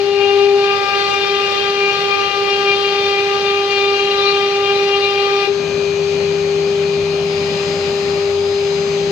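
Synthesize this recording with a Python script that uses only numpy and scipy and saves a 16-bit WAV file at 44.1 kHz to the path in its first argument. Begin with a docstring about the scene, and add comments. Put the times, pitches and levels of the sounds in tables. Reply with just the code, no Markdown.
"""A router bit at 24000 rpm engraves a wet stone slab inside a machine enclosure.
One impact a turn makes a harmonic series, a harsh, wavering whine, and crushes grit in noisy bursts.
After 5.5 s the bit lifts clear; the spindle's imbalance hums on and its motor drive whistles.
The coolant jet hisses throughout, and the axis drives rumble and whine faintly as the table travels."""
import sys
import numpy as np
from scipy import signal
from scipy.fft import rfft, irfft, next_fast_len
from scipy.io import wavfile
from scipy.ndimage import uniform_filter1d, map_coordinates

SR = 44100
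rng = np.random.default_rng(int(sys.argv[2]) if len(sys.argv) > 2 else 0)


def store_pcm(level_fs):
    """Save levels as 16-bit WAV."""
    pcm = np.round(np.clip(level_fs, -1, 1) * 32767).astype(np.int16)
    wavfile.write(sys.argv[1], SR, np.atleast_2d(pcm).T)


N = 401751

SPINDLE_HZ = 400.3
# share of the bit's contact with the stone: time_s, contact_fraction
STONE_CONTACT = [(5.475, 1), (5.525, 0)]
# force on the bit as it enters the stone, settles to full depth and lifts: time_s, force_db
CUTTING_FORCE = [(0, -8.5), (.14, -9.5), (.22, -4), (.39, -3), (.55, -8), (.66, -1), (1.0, 1.5), (2.2, 0.5),
                 (3.0, 1), (3.6, -1), (4.25, 0), (4.8, -1), (5.44, 0.5), (5.52, -7.5)]
# the listener swings towards the spindle and away: time_s, gain_db
LISTENER_APPROACH = [(7, -1), (7.7, 3.5), (8.4, -0.5)]
# level difference between the ears: frequency_hz, left_minus_right_db
EAR_BALANCE = [(60, 6.5), (200, 5), (700, 6.5), (1280, 7), (2350, 11.5), (4330, 8.5), (6300, 8),
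               (8000, 13.5), (11500, 1.5), (13500, -7)]


def whine(angle):
    """Periodic impacts make harmonics; uneven stone modulates the force and instant of each blow."""
    # side load on the bit, heard in the second order: time_s, level_db
    side_load = [(0.0, -30), (0.18, -30), (0.21, -24.5), (1.0, -25), (1.43, -29), (2.34, -26.5),
                 (5.34, -27), (5.45, -26)]
    # spectral envelope of orders 4, 5 and 8: frequency_hz, gain_db
    ring_spectrum = [(1600, -8.5), (2000, -9), (3200, -4.5)]
    # spectral envelope of orders 9 to 24: frequency_hz, gain_db
    screech_spectrum = [(3600, -5), (4000, -7.5), (4400, -7.5), (4800, -12.5), (5200, -15.5), (6400, -23.5),
                        (7600, -33.5), (8400, -43), (11000, -38.5), (15000, -51)]
    load_db, force_db = curves(side_load)[0], curves(CUTTING_FORCE)[0]
    strike = angle + 0.028 * wobble(25) + 0.0051 * wobble(140)
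    load_gain = amp(load_db + 0.53 * wobble(12))
    out = load_gain * overtone(strike, order=2, rough=0.21, width_hz=17, lean_db=2, apart=0.38)
    bite_db = -28.5 + force_db + flare(3 * SPINDLE_HZ) + 0.92 * wobble(9)
    out += amp(bite_db) * overtone(strike, order=3, rough=0.32, width_hz=5.9, lean_db=9, apart=0.94)
    # the sixth and seventh orders lie on resonances of the tool
    low_db = -28.5 + force_db + chatter(6 * SPINDLE_HZ, collapse_db=11.5)
    high_db = -31 + force_db / 2 + chatter(7 * SPINDLE_HZ, collapse_db=9.5)
    out += amp(low_db) * overtone(strike, order=6, rough=0.14, width_hz=12, lean_db=9, apart=1.17)
    out += amp(high_db) * overtone(strike, order=7, rough=0.19, width_hz=9, lean_db=13.5, apart=0.65)
    for order in (4, 5, 8):
        hz = order * SPINDLE_HZ
        level_db = -29.5 + force_db + along(ring_spectrum, hz) + flare(hz) + 1.2 * wobble(13)
        tone = overtone(strike, order, rough=0.33, width_hz=7, lean_db=along(EAR_BALANCE, hz), apart=1.57)
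        out += amp(level_db) * tone
    # the screech passes from one high order to another
    screech_db = -31 + 0.63 * force_db + 0.61 * wobble(10)
    for order in range(9, 25):
        hz = order * SPINDLE_HZ
        level_db = screech_db + along(screech_spectrum, hz) + flare(hz) + 2 * wobble(14)
        lean_db = along(EAR_BALANCE, hz)
        tone = overtone(strike, order, rough=0.63, width_hz=23, lean_db=lean_db, apart=1.55)
        out += amp(level_db) * tone
    return out * amp(0.5 * wobble(35) + 0.59 * wobble(200))


def overtone(strike, order, rough, width_hz, lean_db, apart):
    """Partial coherence: a steady harmonic plus narrowband noise; apart makes the two ears differ."""
    shared = np.exp(2j * np.pi * rng.random()) + rough * flutter(width_hz)
    per_ear = apart * rough * np.array([flutter(width_hz), flutter(width_hz)])
    left_lag = np.exp([[-1j * apart], [0j]])
    pair = np.real((shared + per_ear) * np.exp(1j * order * strike) * left_lag) * sides(lean_db)
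    return pair / pair.mean(0).std()


def flare(hz):
    """Amplitude modulation, in dB: the hum or an overtone briefly swells or dips, its neighbours less."""
    # brief swells and dips of the hum and of single overtones: centre_s, length_s, frequency_hz, change_db
    flares = [(0.23, 0.32, 2800, 4.5), (0.388, 0.034, 1200, 2.5), (0.85, .55, 1420, 4),
              (1.184, 0.051, 2400, 2.5), (1.86, 0.15, 400, 4.5), (1.875, 0.099, 1200, 3),
              (1.87, .13, 2370, 7), (1.964, 0.12, 400, -5.5), (2.264, .11, 2820, 6),
              (2.25, 0.57, 1200, 2.5), (2.522, 0.055, 2750, 5), (2.68, 0.042, 2900, 0.5),
              (2.71, .1, 2430, 8), (2.795, 0.08, 2400, -24), (2.872, 0.066, 2800, 5.5),
              (3.0, 0.34, 1200, -2.5), (3.18, 0.085, 2400, 5), (3.715, 0.053, 2870, 4.5),
              (3.82, 0.27, 2420, 4.5), (3.88, 0.2, 400, 2), (4.15, 0.5, 3950, 7), (4.256, 0.12, 2400, 4),
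              (4.265, 0.11, 400, 2), (4.28, 0.13, 4130, 6), (4.295, 0.19, 1190, 3.5),
              (4.68, 0.079, 2730, 5), (4.756, 0.059, 4000, 7.5), (4.807, 0.17, 400, 1.5),
              (4.942, 0.052, 2800, 9), (5.045, 0.082, 4000, 13), (5.056, 0.065, 2640, 6),
              (5.076, 0.24, 1200, -3), (5.463, 0.023, 400, -11), (5.498, 0.055, 400, 4.5),
              (5.67, 0.12, 400, -3)]
    return bells(flares, hz, width_hz=390, steepness=4)


def chatter(hz, collapse_db):
    """Self-excited vibration, in dB: it collapses at random and rebuilds, but holds during a flare."""
    flare_db = flare(hz)
    collapse = np.maximum(wobble(18), 0) ** 2 / 2
    return flare_db - collapse_db * collapse * np.exp(-np.abs(flare_db) / 2)


def grinding(angle):
    """Brittle fracture: each blow crushes a burst of grit, and the tool's modes ring with noise."""
    # spectrum of the crushed grit: frequency_hz, density_db
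    grit_spectrum = [(40, -31), (80, -13.5), (130, -8.5), (300, -6.5), (550, 5), (700, -4), (950, -11.5),
                     (1300, 0.5), (1800, 0.5), (2600, 1.5), (4300, 1), (5500, -8), (7000, -22), (8500, -29),
                     (11000, -30.5), (13500, -24.5), (15000, -41.5)]
    # resonances of tool and collet: frequency_hz, width_hz, gain_db
    tool_modes = [(2444, 114, -5.5), (2795, 58, -4.5)]

    def tool_response(f):
        return sum(amp(db) * resonance(f, hz, width) ** 2 for hz, width, db in tool_modes)

    grind_db = -31 + 0.5 * curves(CUTTING_FORCE)[0]
    bursts = unit(np.exp(0.45 * np.cos(angle)) * amp(0.8 * wobble(60)))
    grit = enclosure_noise(lambda f: amp(along(grit_spectrum, f)), patchy_db=-0.65) * bursts
    ringing = enclosure_noise(tool_response, patchy_db=3.5)
    return amp(grind_db) * grit + amp(grind_db + 1) * ringing


def spindle(angle, contact):
    """Rotating imbalance forces a hum at the shaft frequency; the cut shakes it and widens the line."""
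    # once-a-turn tone: time_s, level_db, left_minus_right_db
    imbalance_tone = [(0.0, -16.5, 8), (0.53, -11.5, 7), (0.83, -22.5, -9), (0.88, -37, -2),
                      (0.96, -22.5, -6), (1.47, -20, 0), (1.54, -23, -13), (1.77, -21.5, 0.5),
                      (2.23, -22, -13), (2.33, -30.5, 13), (2.43, -17.5, -5), (2.56, -19, -1),
                      (5.42, -17.5, -1.5), (5.47, -18.5, 8), (6.79, -16, 4.5), (7.65, -20.5, 2.5),
                      (8.34, -16.5, 4.5), (9.1, -18, 3.5)]
    # phase lag of the left ear in the enclosure's standing wave: time_s, lag_rad
    left_lag = [(.3, 0.3), (1.2, 0.64), (2, 0.3), (5.3, 0.22), (6, 0.15), (9, 0.21)]
    hum_db, lean_db = curves(imbalance_tone)
    waver_db = (0.37 + 0.45 * contact) * wobble(18)
    ear_phase = np.exp(1j * curves(left_lag)[0] * np.array([[-0.5], [0.5]]))
    hum = amp(hum_db + flare(SPINDLE_HZ) + waver_db) * sides(lean_db) * ear_phase
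    shake = amp(-33.5) * flutter(width_hz=9) * sides(lean_db=5.5)
    shake += amp(-36) * np.array([flutter(width_hz=10), flutter(width_hz=17)])
    return np.sqrt(2) * np.real((hum + contact * shake) * np.exp(1j * angle))


def spindle_whistles(angle, contact):
    """Low shaft orders and high sidebands of the motor drive: thin tones that weaken under load."""
    # thin whistles of the free-running spindle: pitch_hz, level_db
    spindle_tones = [(600.5, -41.5), (800.6, -38), (1201, -46), (1601, -55), (2802, -49), (5798, -53),
                     (6199, -47), (6405, -50), (6599, -53), (6998, -59), (7400, -54.5), (7592, -62),
                     (8202, -64), (9994, -76), (11596, -76), (12796, -74), (13198, -76), (13410, -74),
                     (14000, -75), (14610, -71)]
    # low overtones ring on as the bit lifts; later, single high whistles swell or fade:
    # centre_s, length_s, frequency_hz, change_db
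    swells = [(5.65, .3, 1601, 12.5), (5.65, 0.26, 1201, 8), (5.9, 0.45, 6405, 1.5), (6.2, 2, 8270, -11),
              (6.3, 1.1, 6199, -1), (7.27, .35, 7400, -10), (7.55, .45, 14610, -17), (7.7, 0.18, 6405, 5),
              (7.7, 0.99, 6250, -11), (8.45, .8, 14610, 4), (8.9, 0.4, 6199, 4), (8.9, .5, 7400, 6)]
    out = np.zeros((2, N))
    for hz, db in spindle_tones:
        level_db = db + bells(swells, hz, width_hz=100, steepness=2) + wobble(1.8)
        tone = amp(level_db) * np.sin(hz / SPINDLE_HZ * angle + 2 * np.pi * rng.random())
        out += tone * sides(along(EAR_BALANCE, hz))
    return np.sqrt(2) * amp(curves(LISTENER_APPROACH)[0] - 9.5 * contact) * out


def motor_drive(angle):
    """Magnetic forces make the windings whistle at the switching rate, beating with the sixth order."""
    # whistle of the drive: time_s, switching_tone_db, octave_db
    whistle_levels = [(0, -60.5, -58.5), (5.5, -59, -51), (5.62, -36.5, -58), (6.3, -40, -52),
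                      (7.3, -41.5, -44.5), (7.6, -40, -40.5), (7.9, -45, -40), (9.11, -45.5, -40)]
    switching_hz = 2498.5
    switch_db, octave_db = curves(whistle_levels)
    phase = 2 * np.pi * switching_hz * np.arange(N) / SR
    beat = amp(switch_db + wobble(8.8)) * (np.sin(phase) + amp(3) * np.sin(6 * angle))
    octave = amp(octave_db + 1.6 * wobble(6.6)) * np.sin(2 * phase)
    return np.sqrt(2) * (beat + octave) * sides(along(EAR_BALANCE, switching_hz))


def coolant():
    """A turbulent jet hisses on slab and bit, louder when the bit is clear and the listener near."""
    # spectrum of the spray: frequency_hz, density_db
    spray_spectrum = [(50, -37), (300, -20.5), (900, -7.5), (1700, -6.5), (2300, -2.5), (3000, -2.5),
                      (3500, -6), (4250, -0.5), (5000, -8), (5800, -15), (6700, -17), (7600, -28),
                      (8800, -34.5), (11000, -38.5), (14500, -57)]
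    spray_db = -31 - 3 * curves(STONE_CONTACT)[0] + 0.61 * curves(LISTENER_APPROACH)[0]
    gain = amp(spray_db + 0.33 * wobble(9))
    return gain * enclosure_noise(lambda f: amp(along(spray_spectrum, f)), patchy_db=1.36)


def axes():
    """Forced vibration: screws and slides rumble during each move and excite two low frame modes."""
    # moves of the table, each lasting until the next: start_s, rumble_db, low_mode_db, high_mode_db
    moves = [(0, -41, -49, -50), (5.54, -31, -43, -36.5), (6.3, -31, -40.5, -35), (7.1, -29.5, -40, -32.5),
             (8.238, -32, -37, -45), (8.68, -30.5, -43, -35)]
    # spectrum of screws and slides: frequency_hz, density_db
    rumble_spectrum = [(25, -2.5), (55, -14.5), (80, -4), (130, 0), (180, 4), (220, 0.5), (330, -2.5),
                       (580, -1), (750, -8), (1300, -10), (2500, -43.5)]
    # modes of the frame: frequency_hz, width_hz
    frame_modes = [(90, 4), (160.5, 1.3)]
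    ramp_s = 0.18  # time an axis takes to reach its speed
    t = np.arange(N) / SR
    starts, *levels_db = np.transpose(moves)
    stepped_db = np.array(levels_db)[:, np.searchsorted(starts[1:], t)]
    rumble_db, *modes_db = uniform_filter1d(stepped_db, size=int(ramp_s * SR), axis=1)
    out = amp(rumble_db) * enclosure_noise(lambda f: amp(along(rumble_spectrum, f)), patchy_db=1.5)
    for db, (hz, width) in zip(modes_db, frame_modes):
        drone = unit(np.real((1 + 0.44 * flutter(width)) * np.exp(2j * np.pi * hz * t)))
        out += amp(db) * drone * sides(lean_db=5.5)
    return out


def servos():
    """Steady rotation gives a steady pitch: each axis motor sings faintly while it holds a speed."""
    # whines of the axis motors: start_s, end_s, pitch_hz, level_db
    motor_whines = [(0, 5.45, 468, -45), (6.9, 8.4, 2742, -46), (7.08, 7.38, 760, -40),
                    (7.35, 7.72, 1920, -45), (7.9, 8.15, 1802, -46), (8.05, 9.11, 2277, -46),
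                    (8.15, 8.62, 1249, -45), (8.22, 8.55, 915, -44)]
    fade_s = 0.035
    t = np.arange(N) / SR
    out = np.zeros(N)
    for start, end, hz, db in motor_whines:
        gate = np.clip(np.minimum(t - start, end - t) / fade_s, 0, 1)
        tone = np.real((1 + 0.5 * flutter(width_hz=6.5)) * np.exp(2j * np.pi * hz * t))
        out += amp(db) * gate * tone
    return out * sides(lean_db=8)


def enclosure_noise(colour, patchy_db):
    """Diffuse field: patchy noise, alike at both ears only at low frequencies; their mean has rms 1."""
    # likeness of the two ears: frequency_hz, correlation
    coherence = [(60, 0.99), (300, 0.94), (630, 0.77), (1400, 0), (3000, 0), (7000, 0)]

    def mid_side_gains(f):
        turn = np.arccos(np.clip(along(coherence, f), -1, 1)) / 2
        return np.array([np.cos(turn), np.sin(turn)])

    spectrogram = signal.stft(rng.standard_normal((2, N)), nperseg=512)[2]
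    patches = uniform_filter1d(rng.standard_normal(spectrogram.shape[1:]), size=6, axis=0)
    patches = uniform_filter1d(patches, size=12, axis=1)
    pair = signal.istft(spectrogram * amp(patchy_db * unit(patches)), nperseg=512)[1][:, :N]
    mid, side = filtered(pair, mid_side_gains)
    ears = np.array([mid + side, mid - side])
    out = filtered(ears, lambda f: colour(f) * sides(along(EAR_BALANCE, f)))
    return out / out.mean(0).std()


def bells(events, hz, width_hz, steepness):
    """Bell-shaped envelopes: the change in dB that events within about width_hz give the tone at hz."""
    t = np.arange(N) / SR
    change_db = np.zeros(N)
    for centre_s, length_s, centre_hz, db in events:
        nearness = np.exp(-((hz - centre_hz) / width_hz) ** 2)
        if nearness > 0.01:
            during = slice(*np.searchsorted(t, [centre_s - 2 * length_s, centre_s + 2 * length_s]))
            bell = np.exp(-np.abs(2 * (t[during] - centre_s) / length_s) ** steepness)
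            change_db[during] += db * nearness * bell
    return change_db


def wobble(rate):
    """Slow modulation: a spline through random knots, rate of them a second."""
    knots = rng.standard_normal(int(N * rate / SR) + 4)
    coarse = np.arange(0, N + 32, 32)
    return np.interp(np.arange(N), coarse, map_coordinates(knots, [coarse * rate / SR]))


def flutter(width_hz):
    """Line broadening: random amplitude and phase that give a tone skirts of this width."""
    coarse = np.arange(0, N + 64, 64)
    hz = np.fft.fftfreq(len(coarse), 64 / SR)
    noise = rng.standard_normal(len(hz)) + 1j * rng.standard_normal(len(hz))
    narrowband = np.fft.ifft(np.fft.fft(noise) / (1 + 1j * hz / width_hz))
    return np.interp(np.arange(N), coarse, unit(narrowband))


def resonance(f, hz, width):
    """Frequency response of a damped oscillator."""
    return 1j * f * width / (hz * hz - f * f + 1j * f * width)


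def filtered(x, response):
    """Linear filtering: the spectrum of x times a response of frequency."""
    size = next_fast_len(N + 8192)
    return irfft(rfft(x, size) * response(np.fft.rfftfreq(size, 1 / SR)), size)[..., :N]


def sides(lean_db):
    """Interaural level difference as left and right gains with mean 1."""
    half_db = np.atleast_1d(lean_db) / 2
    gains = np.array([amp(half_db), amp(-half_db)])
    return gains / gains.mean(0)


def along(points, hz):
    """Interpolate (frequency_hz, value) points on a log frequency axis."""
    frequencies, values = np.transpose(points)
    return np.interp(np.log(hz + 1), np.log(frequencies + 1), values)


def curves(rows):
    """Interpolate each column after the time to one value per sample."""
    times, *columns = np.transpose(rows)
    return [np.interp(np.arange(N) / SR, times, column) for column in columns]


def amp(db):
    """Decibels to gain."""
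    return 10 ** (np.asarray(db) / 20)


def unit(x):
    """Scale to rms 1."""
    return x / np.sqrt(np.mean(np.abs(x) ** 2) + 1e-20)


def scene():
    """Superposition of all sources; one shaft angle keeps hum, whine and grit in step."""
    angle = 2 * np.pi * np.cumsum(SPINDLE_HZ + 0.073 * wobble(3.013)) / SR
    contact = np.clip(curves(STONE_CONTACT)[0], 0, 1)
    motor = spindle(angle, contact) + spindle_whistles(angle, contact) + motor_drive(angle)
    cut = contact * (whine(angle) + grinding(angle))
    return motor + cut + coolant() + axes() + servos()


def record(dry):
    """Band limiting: a second-order high-pass thins the deep bass and a sharp cutoff ends the treble."""
    bass_hz, top_hz = 48, 15150
    return filtered(dry, lambda f: f ** 2 / np.hypot(f ** 2, bass_hz ** 2) * (f < top_hz))


dry = scene()
out = record(dry)
store_pcm(out)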